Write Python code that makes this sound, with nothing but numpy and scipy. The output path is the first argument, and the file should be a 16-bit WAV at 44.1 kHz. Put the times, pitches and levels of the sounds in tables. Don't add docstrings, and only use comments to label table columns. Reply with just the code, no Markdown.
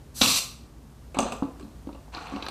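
import sys
import numpy as np
from scipy import signal
from scipy.fft import rfft, irfft, next_fast_len
from scipy.io import wavfile
from scipy.ndimage import map_coordinates

SR = 44100
rng = np.random.default_rng(int(sys.argv[2]) if len(sys.argv) > 2 else 0)


def gain_from_db(level_db):
    decades = np.asarray(level_db, float) / 20
    return 10 ** decades


def put_to_file(sound):
    columns = np.atleast_2d(sound).T
    safe = np.clip(columns, -1, 1)
    whole_steps = np.round(safe * 32767)
    wavfile.write(sys.argv[1], SR, whole_steps.astype(np.int16))


N = 110250
T = np.arange(N) / SR


def unit(x):
    return x / np.sqrt(np.mean(x ** 2) + 1e-20)


def along(points, hz):
    point_hz, value = np.transpose(points)
    return np.interp(np.log(hz + 1), np.log(point_hz + 1), value)


def filtered(x, response):
    m = next_fast_len(len(x) + 8192)
    return irfft(rfft(x, m) * response(np.fft.rfftfreq(m, 1 / SR)), m)[:len(x)]


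def noise(spectrum, size=N):
    return unit(filtered(rng.standard_normal(size), lambda hz: gain_from_db(along(spectrum, hz))))


def wobble(rate):
    return map_coordinates(rng.standard_normal(int(N * 500 / SR) + 4), [T * min(rate, 500)])


def ramp(start_s, length_s):
    return np.clip((T - start_s) / length_s, 0, 1)


def add(track, start_s, sound):
    part = track[round(start_s * SR):][:len(sound)]
    part += sound[:len(part)]


# pitch_hz, level_db (per Hz)
RUMBLE = [(12, -49.5), (20, -25.5), (60, 0.5), (73, -2), (87, -9.5), (162, -7), (193, -20.5), (225, -9.5),
          (420, -25), (550, -60), (920, -120)]
# pitch_hz, level_db (per Hz)
AIR = [(210, -18.5), (350, -11.5), (431, -6.5), (729, -11.5), (1160, -13), (1380, -17), (2260, -22.5),
       (8760, -26), (15800, -35.5)]


def background():
    whine = gain_from_db(-77 + 1.5 * wobble(90)) * np.sin(2 * np.pi * 13040 * T + 1.2 * wobble(120))
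    hum = gain_from_db(-49 + 1.0 * wobble(14)) * np.sin(2 * np.pi * 56.5 * T + .8 * wobble(13))
    rumble = gain_from_db(-48 + 0.4 * wobble(5.14)) * noise(RUMBLE)
    air = gain_from_db(-58 + 0.85 * wobble(1.9)) * noise(AIR)
    return hum + rumble + air + whine


LEAK_S, LEAK_RISE_S, LEAK_DB, LEAK_SWELL_DB = 0.14, 0.027, -42.5, 8.5
POP_S, OPEN_S, SHUT_S, CLOSE_S = .2098, 0.0076, 0.39, 0.0069
JET_DB, SAG_DB, SAG_S = -26.5, 4, .08
SURGE_DB, SURGE_S, SURGE_RISE_S = -19, .009, .0065
GULP_DB, GULP_S, WHISTLE_DB = -22.5, 0.046, 3.5
# pitch_hz, level_db (per Hz)
LEAK = [(710, -24), (1200, -15), (1960, -21), (2090, -27), (5370, -10), (6110, -9.5), (12000, -14),
        (15500, -24)]
# pitch_hz, level_db (per Hz)
JET = [(180, -57), (300, -14), (985, -5.5), (1140, 4.5), (1730, -20), (2360, -16), (5130, 2), (5850, -2),
       (12000, -9), (15500, -20.5)]
# pitch_hz, width_hz, level_db
WHISTLE = [(1163, 134, -5.5), (2517, 1100, -5.5), (4070, 830, -2), (5590, 240, 2.5), (7470, 1300, -4)]
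# pitch_hz, level_db
SURGE = [(300, -12), (700, -8), (1500, -14), (3000, 3.5), (4000, -8), (6000, 1.5), (8000, -12),
         (12000, -23)]
# pitch_hz, level_db (per Hz)
GULP = [(35, -24.5), (80, 0), (170, 7.5), (300, 2.5), (400, -21), (560, -14), (1150, 1.5), (1600, -6),
        (2500, -40)]
# start_s, level_db, pitch_hz
SNAPS = [
    (.2167, -1, 3700),
    (.2222, -9, 3900),
    (.2328, -14, 3700),
]


def tube(f):
    return sum((-1) ** k * gain_from_db(db) * 1j * f * width / (centre ** 2 - f * f + 1j * f * width)
               for k, (centre, width, db) in enumerate(WHISTLE))


def nozzle():
    def fall(decay_s):
        return np.exp(-np.maximum(T - POP_S - SURGE_RISE_S, 0) / decay_s)

    leak_db = LEAK_DB + LEAK_SWELL_DB * ramp(LEAK_S, POP_S - LEAK_S)
    leak = gain_from_db(leak_db) * ramp(LEAK_S, LEAK_RISE_S) * noise(LEAK)
    air = noise(JET) + gain_from_db(WHISTLE_DB) * unit(filtered(rng.standard_normal(N), tube))
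    flow_db = JET_DB + SAG_DB * fall(SAG_S) + 1.4 * wobble(202.2) + 0.2 * wobble(37)
    flow = gain_from_db(flow_db) * ramp(POP_S, OPEN_S) * unit(air)
    surge_level = gain_from_db(SURGE_DB + 1.2 * wobble(401.5)) * ramp(POP_S, SURGE_RISE_S) * fall(SURGE_S)
    surge = surge_level * noise(SURGE)
    gulp = gain_from_db(GULP_DB) * ramp(POP_S, OPEN_S) * fall(GULP_S) * noise(GULP)
    out = (1 - ramp(SHUT_S, CLOSE_S)) * (leak + flow + surge + gulp)
    t = T[:SR // 50]
    for start_s, db, hz in SNAPS:
        add(out, start_s, -gain_from_db(db - 60 * t / .0035) * np.sin(2 * np.pi * hz * t))
    return out


CRACK_T60, WALL_NOISE_T60, WALL_NOISE_DB = .028, 0.064, 6.5
DROP_T60, BUMP_T60 = 0.22, .09
DROP_TWIN, BUMP_TWIN, TWIN_DB = 1.14, .89, -13
SLAP_DB, SLAP_S = -5, .00025
# start_s, crack_db, wall_db, drum_db, drum_hz
DROPS = [(.212, -50, -20, -18.5, 255.7), (1.145, -42, -34, -59, 270), (1.1685, -44, -32, -23, 275.4),
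         (1.187, -18.5, -19, -19.5, 239.2), (1.194, -53, -24.5, -34, 251), (1.203, -49, -27, -33, 229),
         (1.226, -36, -36, -25.5, 235.7), (1.253, -44, -29.5, -30, 234.5), (1.321, -30.5, -27, -35, 244),
         (1.333, -49, -36, -41.5, 224), (1.596, -48, -50, -45, 391), (1.608, -50.5, -50, -39, 297)]
# start_s, crack_db, wall_db, drum_db, drum_hz
BUMPS = [(1.4224, -70, -27.5, -14, 274.3), (1.4305, -48, -39.5, -37, 264), (1.451, -58, -60, -32, 262),
         (1.627, -54, -55, -31.5, 270.5), (1.647, -61, -70, -36, 219), (1.68, -65, -55, -36.5, 260),
         (1.871, -54, -49, -25, 288), (1.89, -58, -40.5, -30, 295), (1.928, -51, -64, -35, 278),
         (1.947, -56.5, -40.5, -40, 285.5), (2.146, -35, -44.5, -39.5, 329), (2.17, -41, -40.5, -36, 295),
         (2.322, -67, -40, -29.5, 273), (2.337, -67, -49.5, -25.5, 274.6), (2.351, -52, -52, -29, 256),
         (2.361, -36.5, -34, -25, 267.6), (2.424, -32, -37.5, -34.5, 295), (2.464, -33, -40, -35.5, 300),
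         (2.484, -29.5, -36.5, -39, 272)]
# pitch_hz, level_db, t60_s
WALL = [(355, -1, 0.05), (406, -4, 0.032), (542, -3.5, 0.063), (685, -8, 0.048), (729, -0.5, 0.036),
        (848, 0, 0.037), (913, -21.5, 0.24), (1010, -16, 0.2), (1152, 3, 0.054), (1334, -5.5, 0.045)]
# pitch_hz, level_db
SHELL = [(1300, -8), (2500, 9.5), (4100, 0.5), (6000, 1.5), (8000, 5.5), (11000, -15), (15500, -19)]
# pitch_hz, level_db
PILE = [(1300, -1), (2600, 0), (4200, 1), (5500, -5), (8000, -23), (12000, -28), (15500, -33)]


def bucket_wall(t):
    modes = 0
    for hz, db, t60 in WALL:
        level = gain_from_db(db + rng.normal(0, 4) - 60 * t / t60)
        modes = modes + level * np.sin(2 * np.pi * hz * rng.normal(1, .02) * t + rng.uniform(0, 6))
    spectrum = [(250, -5.5), (450, 3.5), (750, 5.5), (1300, 0.5), (1900, -29.5), (3000, -47)]
    diffuse = gain_from_db(WALL_NOISE_DB - 60 * t / WALL_NOISE_T60) * noise(spectrum, size=len(t))
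    return 0.6 * modes + 0.5 * diffuse


def knocks(rows, colour, drum_t60, twin):
    out, t = np.zeros(N), T[:SR // 4]
    soft, sharp = 1 - np.exp(-t / .002), 1 - np.exp(-t / .001)
    for start_s, crack_db, wall_db, drum_db, hz in rows:
        crack = gain_from_db(crack_db - 60 * t / CRACK_T60) * np.minimum(t * 1000, 1) * noise(colour, size=len(t))
        wall = sharp * gain_from_db(wall_db) * bucket_wall(t)
        modes = np.sin(2 * np.pi * hz * t) + gain_from_db(TWIN_DB) * np.sin(2 * np.pi * hz * twin * t)
        drum = soft * gain_from_db(drum_db - 60 * t / drum_t60) * modes
        slap = gain_from_db(drum_db + SLAP_DB) * np.exp(-.5 * ((t - .6 / hz) / SLAP_S) ** 2)
        add(out, start_s, crack + wall - drum + slap)
    return out


# start_s, level_db, pitch_hz,
# t60_s
TICKS = [(.2335, -27, 3650, 0.022), (0.2424, -24, 4050, .015), (.26, -19, 2820, 0.025),
         (.609, -50, 5100, 0.022), (1.1453, -40, 9500, .006), (1.148, -39, 2400, 0.035),
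         (1.1875, -24, 7780, 0.015), (1.203, -19, 7050, 0.013), (1.226, -48, 9300, 0.0093),
         (1.252, -46, 7740, 0.012), (1.298, -36, 7200, 0.0088), (1.32, -37.5, 9080, 0.011),
         (1.332, -45, 13000, .012), (1.338, -37, 6800, 0.013), (1.384, -45, 7000, 0.014),
         (1.596, -48, 1460, 0.034), (1.95, -50.5, 2550, 0.02), (2.08, -44.5, 850, .04),
         (2.128, -53, 3000, .01), (2.141, -42, 2570, .015), (2.148, -30.5, 4160, 0.012),
         (2.167, -42.5, 2850, 0.035), (2.17, -59, 11500, 0.024), (2.18, -32, 1358, .04),
         (2.218, -56, 11000, 0.0093), (2.222, -40.5, 3460, 0.023), (2.2684, -41, 2610, 0.046),
         (2.272, -56, 12000, .02), (2.282, -41, 4030, 0.016), (2.297, -43, 6340, 0.011),
         (2.313, -46, 2400, 0.019), (2.342, -42, 2400, .04), (2.406, -42, 2440, .02),
         (2.424, -35.5, 3040, .03), (2.454, -53, 11500, .03), (2.4655, -26, 1400, 0.022),
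         (2.485, -49.5, 11500, 0.043), (2.485, -39, 8100, 0.022), (2.4985, -39, 3500, .02)]


def ticks():
    out, t = np.zeros(N), T[:SR // 16]
    for start_s, db, hz, t60 in TICKS:
        draw = rng.uniform(-1, 1, (24, 2))
        mode_hz = hz * (1 + .17 * draw[:, :1])
        ring = np.sin(2 * np.pi * mode_hz * t + 2.5 * draw[:, 1:]).sum(axis=0) / 4
        add(out, start_s, gain_from_db(db - 60 * t / t60) * np.minimum(t * 900, 1) * ring)
    return out


GRAINS_PER_S, GRAIN_DB, WASH_DB = 2800, 4, -1
GRAIN_HZ, GRAIN_SPREAD, GRAIN_CYCLES = 2300, 2.9, 3
# start_s, level_db
RATTLE = [
    (1.144, -44),
    (1.15, -42),
    (1.19, -38),
    (1.29, -40.5),
    (1.31, -49),
    (1.34, -48),
    (1.42, -62),
]
# pitch_hz, level_db (per Hz)
SPRAY = [(240, -36), (450, -28), (700, 6), (1300, 10.5), (2200, -5.5), (4000, -4), (7000, -37),
         (12000, -42), (15600, -50)]
# start_s, level_db
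RUMMAGE = [
    (2.122, -53),
    (2.14, -38.5),
    (2.19, -42.5),
    (2.25, -43.5),
    (2.3, -42),
    (2.4, -43),
    (2.45, -43),
    (2.5, -52),
]
# pitch_hz, level_db (per Hz)
SCRAPE = [(240, -31), (450, -2.5), (590, -18), (730, 0.5), (1400, -3), (1800, -9), (2600, -13.5),
          (4010, -17), (8000, -21.5), (12000, -41), (15600, -60)]


def scrape(rows, spectrum):
    s, db = np.transpose(rows)
    draw, t = rng.random((1500, 3)), np.arange(256)
    gaps_s = -np.log(draw[:, 0]) / GRAINS_PER_S
    start = (SR * (s[0] + np.cumsum(gaps_s))).astype(int)[:, None]
    hz = np.clip(GRAIN_HZ * np.exp(GRAIN_SPREAD * (draw[:, 1:2] - .5)), 300, 14000)
    level = gain_from_db(-GRAIN_DB * np.log(draw[:, 2:] + 0.099)) * np.sqrt(hz)
    decay = np.exp(-t / SR * hz / GRAIN_CYCLES * 2)
    rings = level * decay * np.sin(2 * np.pi * hz * t / SR)
    hits = np.bincount((start + t).ravel(), rings.ravel(), minlength=N)[:N]
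    active = (T > s[0]) & (T < s[-1])
    wash = gain_from_db(WASH_DB + 5.0 * wobble(50)) * rng.standard_normal(N)
    grains = hits / np.std(hits[active]) + wash
    grains = filtered(grains, lambda f: gain_from_db(along(spectrum, f)))
    return gain_from_db(np.interp(T, s, db)) * active * grains / np.std(grains[active])


ROOM_DB, ROOM_DELAY_S = -3.5, .006
# pitch_hz, t60_s
GARAGE = [(150, 0.48), (1000, 0.59), (4000, 0.43), (8000, 0.41), (14000, 0.38)]
# start_s, level_db
WALLS = [(.0055, -12), (0.0176, -19.5), (0.028, -16), (0.042, -17)]
# pitch_hz, level_db
ROOM_TONE = [(150, -8.5), (280, -7.5), (400, -1.5), (600, -1.5), (1000, -4.5), (3000, -2.5), (10000, -0.5)]


def garage(x):
    hz, t, z = signal.stft(rng.standard_normal(SR), SR, nperseg=256)
    tail = signal.istft(z * gain_from_db(-60 * t / along(GARAGE, hz)[:, None]), SR, nperseg=256)[1]
    reply = np.zeros(SR)
    for start_s, db in WALLS:
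        reply[round(start_s * SR)] = gain_from_db(db)
    add(reply, ROOM_DELAY_S, gain_from_db(ROOM_DB) * tail / np.linalg.norm(tail))
    return x + filtered(signal.fftconvolve(x, reply)[:N], lambda f: gain_from_db(along(ROOM_TONE, f)))


# pitch_hz, width_hz, level_db
HOUSING = [(1140, 940, 2), (1670, 1570, -5), (2560, 600, 5.5), (4180, 730, 5), (5390, 360, -5.5),
           (5900, 600, 2), (6800, 700, -3), (9200, 610, -5)]


def housing(x):
    def response(f):
        shape_db = sum(db * np.exp(-.5 * ((f - c) / w * 2) ** 2) for c, w, db in HOUSING)
        cepstrum = irfft(np.log(gain_from_db(shape_db)))
        cepstrum[1:len(cepstrum) // 2] *= 2
        cepstrum[len(cepstrum) // 2 + 1:] = 0
        return np.exp(rfft(cepstrum))[:len(f)]
    return filtered(x, response)


def scene():
    drops = knocks(DROPS, SHELL, DROP_T60, DROP_TWIN)
    bumps = knocks(BUMPS, PILE, BUMP_T60, BUMP_TWIN)
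    slides = scrape(RATTLE, SPRAY) + scrape(RUMMAGE, SCRAPE)
    near = nozzle() + drops + bumps + ticks() + slides
    return (housing(garage(near)) + background())[None]


def low_pass(x):
    return signal.sosfilt(signal.butter(12, 16180, fs=SR, output="sos"), x)


def record(dry):
    mix = filtered(dry[0], lambda hz: gain_from_db(-30 * np.clip((hz - 15350) / 300, 0, 4)))[None]
    return low_pass(mix)


dry = scene()
out = record(dry)
put_to_file(out)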